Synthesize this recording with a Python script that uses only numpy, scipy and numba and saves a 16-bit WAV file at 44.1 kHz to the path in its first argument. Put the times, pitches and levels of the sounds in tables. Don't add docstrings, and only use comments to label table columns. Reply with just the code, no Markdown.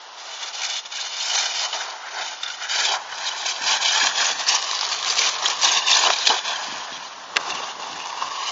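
import sys
import numpy as np
from scipy import signal
from scipy.fft import rfft, irfft, next_fast_len
from scipy.io import wavfile
from scipy.ndimage import uniform_filter1d, map_coordinates
from numba import njit

SR = 44100
rng = np.random.default_rng(int(sys.argv[2]) if len(sys.argv) > 2 else 0)


def volts_from_db(level):
    exponent = np.asarray(level, float) / 20
    return 10 ** exponent


def transcribe(u):
    v = np.clip(np.atleast_2d(u).T, -1, 1)
    q = np.round(v * 32767).astype(np.int16)
    wavfile.write(sys.argv[1], SR, q)


N = 375291

# [t/s, coasting gears level/dB, coasting shell level/dB, grit rasp re shell/dB]
COASTING = [(0, -59.5, -55, -4.5), (.85, -41.5, -56.5, -0.5), (1.7, -31, -42.5, -4),
            (1.95, -43, -37.5, -5.5), (2.5, -36, -50, 5.5), (3, -42.5, -42, 1), (3.5, -30.5, -35.5, -3.5),
            (4.1, -27.5, -35.5, -0.5), (4.4, -32.5, -38, -4), (4.7, -29, -35, -7), (5.3, -27.5, -34, -7),
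            (5.8, -29, -32, -8), (6.3, -33.5, -39.5, -3.5), (7.25, -45, -42, -7.5), (7.75, -49, -43, -13),
            (8.51, -37, -47, -8)]


def level(x, db):
    return x * volts_from_db(db) / np.sqrt(np.mean(x ** 2))


def curves(table):
    s, *columns = np.transpose(table)
    return [np.interp(np.arange(N) / SR, s, c) for c in columns]


def colour(x, points):
    size = next_fast_len(N)
    hz, db = np.transpose(points)
    gain_db = np.interp(np.log(np.arange(size // 2 + 1) * SR / size + 1), np.log(hz), db)
    return irfft(rfft(x, size) * volts_from_db(gain_db), size)[:N]


def ring(x, hz, width_hz):
    return signal.lfilter(*signal.iirpeak(hz, hz / width_hz, fs=SR), x)


@njit
def moving_ring(x, hz, width_hz):
    y, band, low = np.empty(len(x)), 0., 0.
    for i in range(len(x)):
        g, k = np.tan(np.pi * hz[i] / SR), width_hz[i] / hz[i]
        v = (band + g * (x[i] - low)) / (1 + g * (g + k))
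        band, low, y[i] = 2 * v - band, low + 2 * g * v, k * v
    return y


def walk(rate_hz):
    k = int(SR / rate_hz)
    return 0.92 * uniform_filter1d(np.repeat(rng.standard_normal(N // k + 1), k), k)[:N]


def clicks(per_s, scatter_db):
    hit = rng.random(N) < per_s / SR
    return hit * rng.standard_normal(N) * volts_from_db(scatter_db * np.minimum(rng.exponential(size=N), 3.5))


def late(x, ms):
    return map_coordinates(x, [np.arange(N) - ms * SR / 1000], order=1)


def swells(s, length_s, db, slope_db, rise_db_s, fall_db_s):
    hop = 32
    t = np.arange(0, N + 2 * hop, hop)[:, None] / SR - s
    held_db = db + slope_db * np.clip(t / length_s, 0, 1)
    event_db = held_db + rise_db_s * np.minimum(t, 0) - fall_db_s * np.maximum(t - length_s, 0)
    return np.interp(np.arange(N), np.arange(len(t)) * hop, volts_from_db(event_db.max(axis=1)))


def throttle():
    # [t/s, length/s, gear
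    # chatter level/dB, swell over the blip/dB, shell drone re gears/dB]
    blips = [(0.179, 0.31, -37, 7.5, -9.5), (0.419, 0.085, -28, -4.5, -8.5),
             (0.534, 0.12, -32, 9.5, -14.5), (0.626, 0.17, -24.5, -3.5, -15),
             (0.859, 0.0089, -26.5, -11, -13), (0.922, 0.15, -29, 2, -13.5),
             (1.097, 0.19, -29.5, 6.5, -13.5), (1.29, 0.069, -25.5, 6.5, -12),
             (1.377, 0.15, -19.5, -7.5, -10), (1.54, .11, -26, 4, -12), (1.732, 0.23, -26.5, -14, -3),
             (2.066, 0.16, -39.5, 12, -4), (2.186, 0.15, -27, -5, -10), (2.43, 0.12, -34, -1, -10.5),
             (2.604, 0.053, -32.5, -0.5, -7.5), (2.698, 0.073, -24.5, 3.5, -12),
             (2.783, 0.17, -17, -7, -14), (3.107, 0.18, -39, 15, -12), (3.282, 0.16, -31.5, -1, -7.5),
             (3.46, 0.06, -23, -1, -11), (3.619, 0.062, -29.5, 11.5, -11.5),
             (3.699, 0.069, -17.5, -4, -10.5), (3.815, 0.26, -20.5, 3, -12.5),
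             (4.159, 0.057, -23, 7, -11.5), (4.211, 0.11, -16.5, -5.5, -9),
                  (4.402, 0.027, -22, -3.5, -8), (4.475, 0.085, -18.5, 0, -11), (4.581, .3, -28, -3, -10),
                  (4.918, 0.035, -22.5, -2.5, -9), (5.064, 0.066, -24, 3, -10), (5.17, 0.12, -21, 1, -9),
                  (5.431, 0.087, -24, 0, -5), (5.616, 0.034, -24, 12, -11), (5.66, 0.13, -17, -2.5, -11),
                  (5.8, 0.054, -28, -1, -7), (5.865, 0.053, -21.5, 9, -11), (5.94, 0.2, -15.5, -7, -10),
                  (6.16, 0.091, -24, -1, -12), (6.274, 0.004, -13, -9, -19), (6.298, 0.091, -19.5, -10, -3),
                  (6.45, 0.081, -28.5, 3, -4), (6.549, 0.52, -29.5, -11, -3), (7.398, 0.11, -36.5, 6.5, 2),
                  (7.519, 0.197, -31, -5, 0.5), (7.8, 0.41, -36, -0.5, -1.5), (8.164, 0.28, -35, 3, -2.5),
                  (8.41, 0.37, -29, 6, -6.5)]
    s, length_s, gear_db, swell_db, shell_db = np.transpose(blips)
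    bite_db_s, lift_db_s = 999, 598.5
    return [swells(s, length_s, gear_db + d, swell_db, bite_db_s, lift_db_s) for d in (0, shell_db)]


def gears(load):
    # [t/s, tooth rate f/Hz, whine re chatter/dB]
    mesh = [(0, 3630, -21), (.45, 5600, -16), (.7, 3500, -14), (1.05, 4100, -6), (1.35, 5810, -11.5),
            (2.1, 3570, -23), (3.0, 6150, -18), (3.3, 3800, -7.5), (3.83, 3900, -23), (3.94, 6900, -13),
            (4.25, 6580, -14), (4.75, 4830, -6.5), (5.45, 3464, -17.5), (6.3, 3820, -7.5), (6.6, 3060, -10),
            (7.45, 2740, -9), (8.36, 2870, -8), (8.51, 2900, -7)]
    # [f/Hz, width/Hz, level/dB]
    parts = [(2410, 300, -2), (2990, 256, 3.5), (3510, 550, 2), (4140, 330, 1.5), (4690, 220, 4),
             (4960, 210, 0.5), (5764, 530, 0.5), (6190, 280, 3), (6750, 340, -1)]
    # [f/Hz, density/dB per Hz]
    spectrum = [(880, -40), (1500, -10), (1740, -4.5), (2040, -8.5), (2310, -4.5), (3650, -1), (4340, -3),
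                (6070, -3), (7150, -3.5), (7710, -15.5), (10000, -54), (17000, -120)]
    pinion_teeth, whine_width_hz = 24, 220.
    mesh_hz, whine_db = curves(mesh)
    turn = np.cos(2 * np.pi * np.cumsum(mesh_hz / pinion_teeth) / SR)
    teeth = clicks(per_s=9000., scatter_db=1.5) * (1 + 0.069 * turn)
    chatter = 1.4 * teeth
    for k, (hz, width_hz, db) in enumerate(parts):
        hits = np.roll(teeth, 500 * k)
        chatter = chatter + ring(hits, hz, width_hz) * volts_from_db(db + 4.03 * walk(40.))
    chatter = level(colour(chatter, spectrum), 0)
    wander_hz = mesh_hz * (1 + 0.022 * walk(55.))
    whine = moving_ring(rng.standard_normal(N), wander_hz, np.full(N, whine_width_hz))
    whine = level(whine, 0) * volts_from_db(whine_db + 3.75 * walk(30.))
    drive = np.hypot(load, volts_from_db(curves(COASTING)[0]))
    return (chatter + whine) * drive * volts_from_db(2.1 * walk(110.) - 1.9)


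def sings():
    # [t/s, peak level/dB, f/Hz]
    tones = [(0.55, -35, 2930), (0.784, -28, 4240), (0.791, -24, 3490), (0.86, -32, 3450),
             (0.863, -42, 6480), (0.99, -29.5, 1630), (1.208, -23, 4250), (1.21, -26, 3050),
             (1.23, -27, 5000), (1.339, -21, 6500), (1.368, -16.5, 6200), (1.408, -29, 2980),
             (1.459, -23, 2990), (1.591, -27, 4980), (1.649, -28, 2960), (1.653, -24, 6360),
             (1.732, -25, 3030), (1.809, -27, 1490), (2.463, -27, 3580), (2.505, -39, 3630),
             (2.505, -26.5, 1465), (2.541, -27.5, 3050), (2.638, -29, 6030), (2.714, -29, 3100),
             (2.716, -24, 6750), (2.716, -36, 3720), (2.792, -20, 3600), (2.81, -28, 6130),
             (2.852, -17, 3540), (3.127, -31, 3000), (3.129, -27, 1500), (3.267, -34, 6300),
             (3.276, -21.5, 3760), (3.318, -24, 2990), (3.467, -33, 3960), (3.468, -23, 6280),
             (3.512, -25, 6140), (3.514, -24, 3270), (3.563, -27.5, 4640), (3.692, -22, 4600),
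             (3.693, -23, 2390), (3.706, -21, 6200), (3.708, -26, 5800), (3.735, -26, 1520),
             (3.741, -19, 3070), (3.804, -26, 1640), (3.81, -28, 3120), (3.86, -17.5, 3060),
             (3.889, -21, 2940), (3.897, -17, 3720), (3.918, -21, 3070), (3.926, -17, 6130),
             (3.955, -18, 1720), (3.962, -16, 3140), (4.018, -16.5, 1700), (4.025, -20, 3240),
             (4.071, -23, 1690), (4.074, -17, 3140),
             (4.18, -20, 4920), (4.187, -23, 1780), (4.194, -20, 3320), (4.261, -25, 3190),
                  (4.267, -17, 6600), (4.288, -26, 3300), (4.414, -29, 3450), (4.49, -14, 5240),
                  (4.491, -17, 6300), (4.552, -16, 6180), (5.193, -16, 5900), (5.191, -19, 2300),
                  (5.191, -17.5, 4570), (5.194, -33, 3800), (5.217, -18, 2360), (5.239, -23, 2360),
                  (5.428, -24, 5780), (5.456, -17.5, 6700), (5.462, -17, 3380), (5.485, -27, 5650),
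                  (5.512, -24, 3250), (5.625, -21, 5800), (5.647, -14, 5940), (5.654, -12, 3680),
                  (5.689, -15, 3760), (5.72, -14.5, 6430), (5.751, -22, 3610), (5.759, -23, 2900),
                  (5.772, -16, 3680), (5.774, -20, 5640), (5.776, -17, 2800), (5.823, -23, 2820),
                  (5.886, -18, 2780), (5.911, -21, 6680), (5.932, -12, 3630), (5.954, -22, 6150),
                  (5.954, -13, 4070), (5.971, -14, 5980), (5.98, -31, 2860), (5.991, -20, 3140),
                  (5.995, -16, 6750), (6.052, -16, 2820), (6.066, -17, 3820), (6.071, -14.5, 2990),
                  (6.189, -21, 4890), (6.303, -14, 3020), (6.319, -17, 4020), (6.389, -25, 3020),
                  (6.549, -36, 6360), (6.563, -26, 3150), (6.807, -32, 3200), (7.07, -35, 4150),
                  (7.526, -24, 2740), (7.576, -26, 2730), (7.632, -35, 2760), (7.693, -31, 2820),
                  (7.833, -33, 2800), (8.18, -37, 2850)]
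    half_length_s, blur = 0.0036, 0.21
    out, t = np.zeros(N), np.arange(-1024, 1024) / SR
    rows = tones
    shakes = uniform_filter1d(rng.standard_normal((len(rows), len(t))), size=64, axis=1) * 8
    for (s, db, hz), shake in zip(rows, shakes):
        tone = np.sin(2 * np.pi * hz * t + 1.7 * blur * shake)
        tone = tone * (1 + blur * shake[::-1])
        i = int(s * SR) - len(t) // 2
        out[i:i + len(t)] += volts_from_db(db) * tone * np.exp(-.5 * (t / half_length_s) ** 2)
    return out


def rolling(load):
    # [t/s, shell boom level/dB, suspension thump level/dB]
    jolts = [(1.65, -28.5, -56), (1.88, -37, -44), (2.2, -33, -39), (2.84, -46.5, -40), (2.91, -25.5, -36),
             (2.947, -24, -43), (3.74, -32, -47), (3.97, -25.5, -50), (4.04, -26, -48), (4.54, -28, -53),
             (4.73, -40, -59), (5.2, -43, -37.5), (5.7, -30, -41), (5.98, -34, -34), (6.03, -23, -45),
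             (6.07, -19.5, -27.5), (6.31, -22, -28.5), (7.368, -31, -34), (7.49, -39, -41), (7.6, -40, -38),
             (7.8, -48, -39), (7.99, -56, -45), (8.225, -29.5, -54), (8.28, -36, -52), (8.49, -39, -61)]
    # [f/Hz, width/Hz, level/dB]
    shell = [(740, 170, -4), (920, 434, 7), (1070, 240, -6.5)]
    # [t/s, level re shell/dB]
    planks = [(0, -18), (4.5, -10), (5.8, -11), (7.4, -9), (8.1, -12), (8.25, 0), (8.51, -4)]
    plank_hz, plank_width_hz, spring_db = 1060, 150, -17.5
    coast_db, rasp_db = curves(COASTING)[1:]
    s, boom_db, thump_db = np.transpose(jolts)
    boom, jolt = (swells(s, 0.0049, db, 0, rise_db_s=330, fall_db_s=273.5) for db in (boom_db, thump_db))
    roll = np.hypot(load, volts_from_db(coast_db))

    pins = clicks(per_s=3500., scatter_db=1.53)
    drone = 0
    for hz, width_hz, db in shell:
        mode = ring(ring(pins, hz, width_hz), hz, 1.7 * width_hz)
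        drone = drone + volts_from_db(db + 2 * walk(25.)) * mode
    hollow = ring(ring(pins, plank_hz, plank_width_hz), plank_hz, 2 * plank_width_hz)
    drone = level(drone, 0) + level(hollow, 0) * volts_from_db(curves(planks)[0])
    rasp = ring(ring(np.roll(pins, 977), 1700.0, 740.0), 1620., 900.) * volts_from_db(3.0 * walk(30.))
    thump = ring(ring(clicks(per_s=750.0, scatter_db=3.0), 409.0, 120.0), 540.0, 330.0)

    mix = level(drone, -0.44) * np.hypot(roll, boom)
    mix = mix + level(rasp, 0) * volts_from_db(rasp_db) * np.hypot(roll, 0.12 * boom)
    mix = mix + level(thump, 0) * np.hypot(roll * volts_from_db(spring_db), jolt)
    return mix * volts_from_db(0.13 * walk(30.))


def lope():
    # [t/s, length/s, beat rate f/Hz, depth/dB]
    beats = [
        (2.422, .26, 30.5, 2),
        (3.86, 0.17, 28, 0.5),
        (4.57, 0.5, 48, 0.5),
        (5.882, 0.23, 45, -0.5),
        (7.426, 1.1, 24, 1.5),
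    ]
    t, db = np.arange(N) / SR, 0
    for s, length_s, beat_hz, depth_db in beats:
        beat = np.cos(2 * np.pi * beat_hz * (t - s) + 1.6 * walk(8.2))
        db = db + depth_db * beat * np.clip(np.minimum(t - s, s + length_s - t) / 0.076, 0, 1)
    return volts_from_db(db)


def knocks():
    # [t/s, peak level/dB, f/Hz]
    slack = [(1.207, -22, 3070), (1.543, -18, 3000), (1.728, -13, 3050), (2.432, -10, 3680),
             (2.462, -17, 3530), (2.5, -13, 3710), (2.713, -15, 3100), (2.752, -14, 5170),
             (3.462, -10, 3130), (3.561, -14.5, 3020), (4.159, -20.5, 5480), (5.099, -4, 4600),
             (5.189, -2, 4590), (5.216, -6.5, 2370), (5.425, -16, 3670), (5.457, -2, 3340),
             (5.48, -7.5, 5630), (5.614, -10, 5760), (5.862, -23, 4150), (5.883, -9, 2780),
             (5.905, -5.5, 3600), (5.93, 0.5, 3560), (6.134, -7.5, 3900), (6.162, -18, 4840),
             (6.185, -11.5, 4960), (6.224, -13, 3600), (6.253, -8, 3060), (6.291, -5, 3800)]
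    # [t/s, peak level/dB, f/Hz]
    stones = [(.547, -25, 780), (2.149, -32, 970), (2.18, -15.5, 1520), (3.126, -17, 1470),
              (4.356, -17, 1090), (4.393, -19.5, 1700), (5.344, -27, 1070), (6.037, -4, 960),
              (6.301, -7, 820), (6.443, -25, 1070), (7.413, -21, 1020), (7.488, -23, 982),
              (8.069, -27, 1030), (8.213, -20, 1060), (8.267, -24, 1070)]
    # [t/s, peak level/dB, f/Hz]
    rattle = [(4.591, -14, 4050), (4.625, -8, 3640), (4.641, -10, 4820), (4.668, -26, 5050),
              (4.712, -6, 3840), (4.731, -9.5, 1030), (4.75, -7, 5120), (4.774, -17, 3630),
              (4.791, -6, 3840), (4.81, -3, 4600), (4.828, -10.5, 2900), (4.83, -12, 1015),
              (4.85, -9, 3880), (4.865, -15, 5000), (4.889, -10, 5000), (4.948, -16, 4500),
              (5.027, -9, 3500), (5.046, -6.5, 3510), (5.059, -11, 3420), (5.072, -13, 4550),
              (5.081, -8, 4800), (5.089, -9, 4800), (5.106, -4, 4730), (5.155, -10, 4820),
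              (5.342, -19, 3500), (5.353, -11, 3500), (6.072, -7, 987), (7.435, -19, 1060),
              (7.93, -17, 2700), (8.001, -15, 2780), (8.04, -23, 2710), (8.07, -15, 6000),
              (8.102, -18, 2850), (8.127, -16, 950)]
    # [t/s, peak level/dB, f/Hz]
    clacks = [
        (4.394, -9, 4560),
        (4.4855, -4, 4920),
        (4.467, -11, 4500),
        (6.2695, -3, 3970),
        (6.2715, 3, 3600),
        (6.276, -4, 4600),
    ]
    # [t/s, peak level/dB, f/Hz]
    edges = [
        (6.1022, -2, 1114),
        (6.1035, -6, 2700),
        (7.3601, -11, 3000),
        (7.3618, -10, 1300),
        (7.3673, 1, 1800),
        (7.3676, -2, 1000),
        (7.3732, -7, 1150),
    ]
    kinds = [(slack, (-25, .03, .6, .002)),
             (stones, (-9.5, .006, 0, .0012)),
             (rattle, (-13, .006, .8, .2)),
             (clacks, (-22, .04, .9, .0002)),
             (edges, (-7, .016, .25, .0002))]
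    out, t = np.zeros(N), np.arange(2048) / SR
    blows = [(*row, *kind) for rows, kind in kinds for row in rows]
    cracks = rng.standard_normal((len(blows), len(t)))
    for (s, db, hz, clack_db, t60_s, broad, rise_s), crack in zip(blows, cracks):
        crack = crack * np.exp(-np.log(1000) * t / max(t60_s, .006)) * np.minimum(t / rise_s, 1)
        crack = crack + 0.45 * np.exp(-((t - rise_s) / .00006) ** 2)
        part = ring(crack, hz, 0.18 * hz)
        part = part + broad * 0.14 * ring(ring(crack, 3800.0, 4100.0), 4500., 5000.)
        clack = ring(ring(crack, 760.0, 300.), 760., 600.) + 2.5 * ring(crack, 1750., 500.)
        blow = part / np.abs(part).max() + volts_from_db(clack_db) * clack / np.abs(clack).max()
        i = int((s - .0002) * SR)
        out[i:i + len(t)] += (volts_from_db(db - 4.5) * blow)[:N - i]
    return signal.sosfilt(signal.butter(2, 330., "high", fs=SR, output="sos"), out)


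def reflected(buggy):
    # [t/s, echo lag/ms, echo share/0-1, later echo share/0-1]
    bearing = [(0, 1.38, 0.3, 0.2), (1, 1.36, 0.46, 0.28), (2.1, 1.295, 0.29, 0.23),
               (2.55, 1.37, 0.48, 0.27), (2.75, 1.28, 0.46, 0.17), (3.2, 1.244, 0.37, 0.2),
               (3.9, 1.22, 0.36, 0.04), (4.3, 1.15, 0.3, 0), (4.7, 0.99, 0.22, 0.02), (5.25, 0.77, 0.01, 0),
               (5.6, 1.08, 0.11, 0.1), (5.85, 1.04, 0.44, 0.22), (6.1, 1.22, 0.26, 0.01),
               (6.55, 1.2, 0.28, 0.06), (7.1, 1.2, 0.13, 0), (7.45, 1.07, 0.15, 0.07),
               (8.25, 1.07, 0.2, 0.22), (8.51, 0.95, 0.34, .01)]
    edge_lag_ms = .47
    lag_ms, share, edge_share = curves(bearing)
    lag_ms = lag_ms * (1 + 0.012 * walk(5.))
    dull = signal.lfilter(*signal.butter(1, 6000., fs=SR), buggy)
    echoes = share * late(dull, lag_ms) - edge_share * late(dull, lag_ms + edge_lag_ms)
    return (buggy + 1.03 * echoes) / np.sqrt(1 + share ** 2 + edge_share ** 2)


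def engine():
    # [t/s, firing tone f/Hz, level/dB]
    pulls = [
        [(2.4, 113, -77), (3.0, 128.3, -72.5), (3.6, 151, -76)],
        [(4.3, 120, -72), (4.6, 132, -74.5), (5.14, 147.6, -65), (5.57, 162, -64), (5.9, 178, -71)],
    ]
    out, t = 0, np.arange(N) / SR
    for pull in pulls:
        hz, db = curves(pull)
        fade = np.clip(np.minimum(t - pull[0][0], pull[-1][0] - t) / .15, 0, 1)
        phase = 2 * np.pi * np.cumsum(hz) / SR
        tone = np.sin(phase) + volts_from_db(-8.5) * np.sin(phase / 2)
        out = out + np.sqrt(2) * fade * volts_from_db(db + 2.5 + 0.69 * walk(14.)) * tone
    return out


def breeze():
    # [t/s, level/dB]
    steady = [(0, -80.5), (2.8, -68.5), (5.3, -68), (7.2, -60), (8.51, -67)]
    # [t/s, peak level/dB]
    gusts = [(2.92, -62), (3.66, -53), (3.74, -58.5), (4.04, -50.5), (4.35, -56), (5.05, -54.5),
             (5.65, -48.5), (6.12, -53), (6.3, -63), (6.7, -48.5), (6.93, -53), (7.37, -49.5),
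             (7.55, -46.5), (7.75, -52.5), (7.92, -46.5), (8.22, -52)]
    # [t/s, peak level/dB]
    puffs = [(3.611, -33), (4.031, -26), (4.22, -33), (4.321, -35), (5.968, -58), (6.067, -42),
             (6.296, -23.5), (6.684, -28), (6.724, -26.5), (6.921, -26), (7.367, -27), (7.508, -40),
             (7.634, -40)]
    # [f/Hz, density/dB per Hz]
    rumble = [(18, -64.5), (30, -19.5), (59, -12.5), (157, -8.5), (300, -5), (390, -23.5), (660, -120)]
    flutter = colour(rng.standard_normal(N) * volts_from_db(3.0 * walk(23.0)), rumble)
    push = np.zeros(N)
    s, db = np.transpose(puffs)
    push[(s * SR).astype(int)] = volts_from_db(db + 34.5)
    s, db = np.transpose(gusts)
    gust = swells(s, .02, db, 0, rise_db_s=146.5, fall_db_s=87.5)
    blow = np.hypot(volts_from_db(curves(steady)[0]), gust)
    return level(flutter, 0.37) * blow + ring(ring(push, 270.0, 150.), 250., 300.)


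def road_hum():
    # [f/Hz, density/dB per Hz]
    spectrum = [(18, -66), (30, -46), (248, -19.5), (404, -8.5), (546, -4.5), (932, 4.5), (2410, -9.5),
                (2910, -3.5), (6110, -8.5), (7190, -8.5), (7710, -64), (10000, -101), (17000, -120)]
    return level(colour(rng.standard_normal(N), spectrum), -40) * volts_from_db(1.5 * walk(3.))


def scene():
    gear_load, shell_load = throttle()
    buggy = (gears(gear_load) + rolling(shell_load)) * lope() + knocks()
    return (reflected(buggy) + sings() + road_hum() + breeze() + engine())[None]


def gate(x):
    count, near_db, treble_db = 6, -5.0, -11.5
    hz, _, spec = signal.stft(x, SR, nperseg=2048)
    bins = spec[:170 * count]
    power = (np.abs(bins) ** 2).reshape(-1, count, spec.shape[1]).mean(axis=1)
    near = np.exp(uniform_filter1d(np.log(power + 1e-18), size=7, axis=0))
    band_hz = hz[:len(bins):count, None]
    treble = power[(band_hz[:, 0] > 2000) & (band_hz[:, 0] < 6500)].mean(axis=0)
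    treble = treble ** .62 * treble.mean() ** .38
    power = power * volts_from_db(2.6 * rng.standard_normal(power.shape))
    keep = (power > near * volts_from_db(near_db) ** 2) | (band_hz < 1100)
    keep &= (power > treble * volts_from_db(treble_db) ** 2) | (band_hz < 6300)
    bins *= np.repeat(keep, count, axis=0)
    return signal.istft(spec, SR, nperseg=2048)[1][:N]


def band_limit(x):
    return signal.sosfilt(signal.butter(12, 7860, fs=SR, output="sos"), x)


def record(dry):
    ceiling, bass_hz, top_hz = 1.0, 150., 7110
    rounded = dry[0] / (1 + (dry[0] / ceiling) ** 4) ** (1 / 4)
    thin = signal.lfilter(*signal.butter(1, bass_hz, "high", fs=SR), rounded)
    cut = signal.sosfilt(signal.butter(7, top_hz, fs=SR, output="sos"), thin)
    finished = gate(cut)[None]
    return band_limit(finished)


dry = scene()
out = record(dry)
transcribe(out)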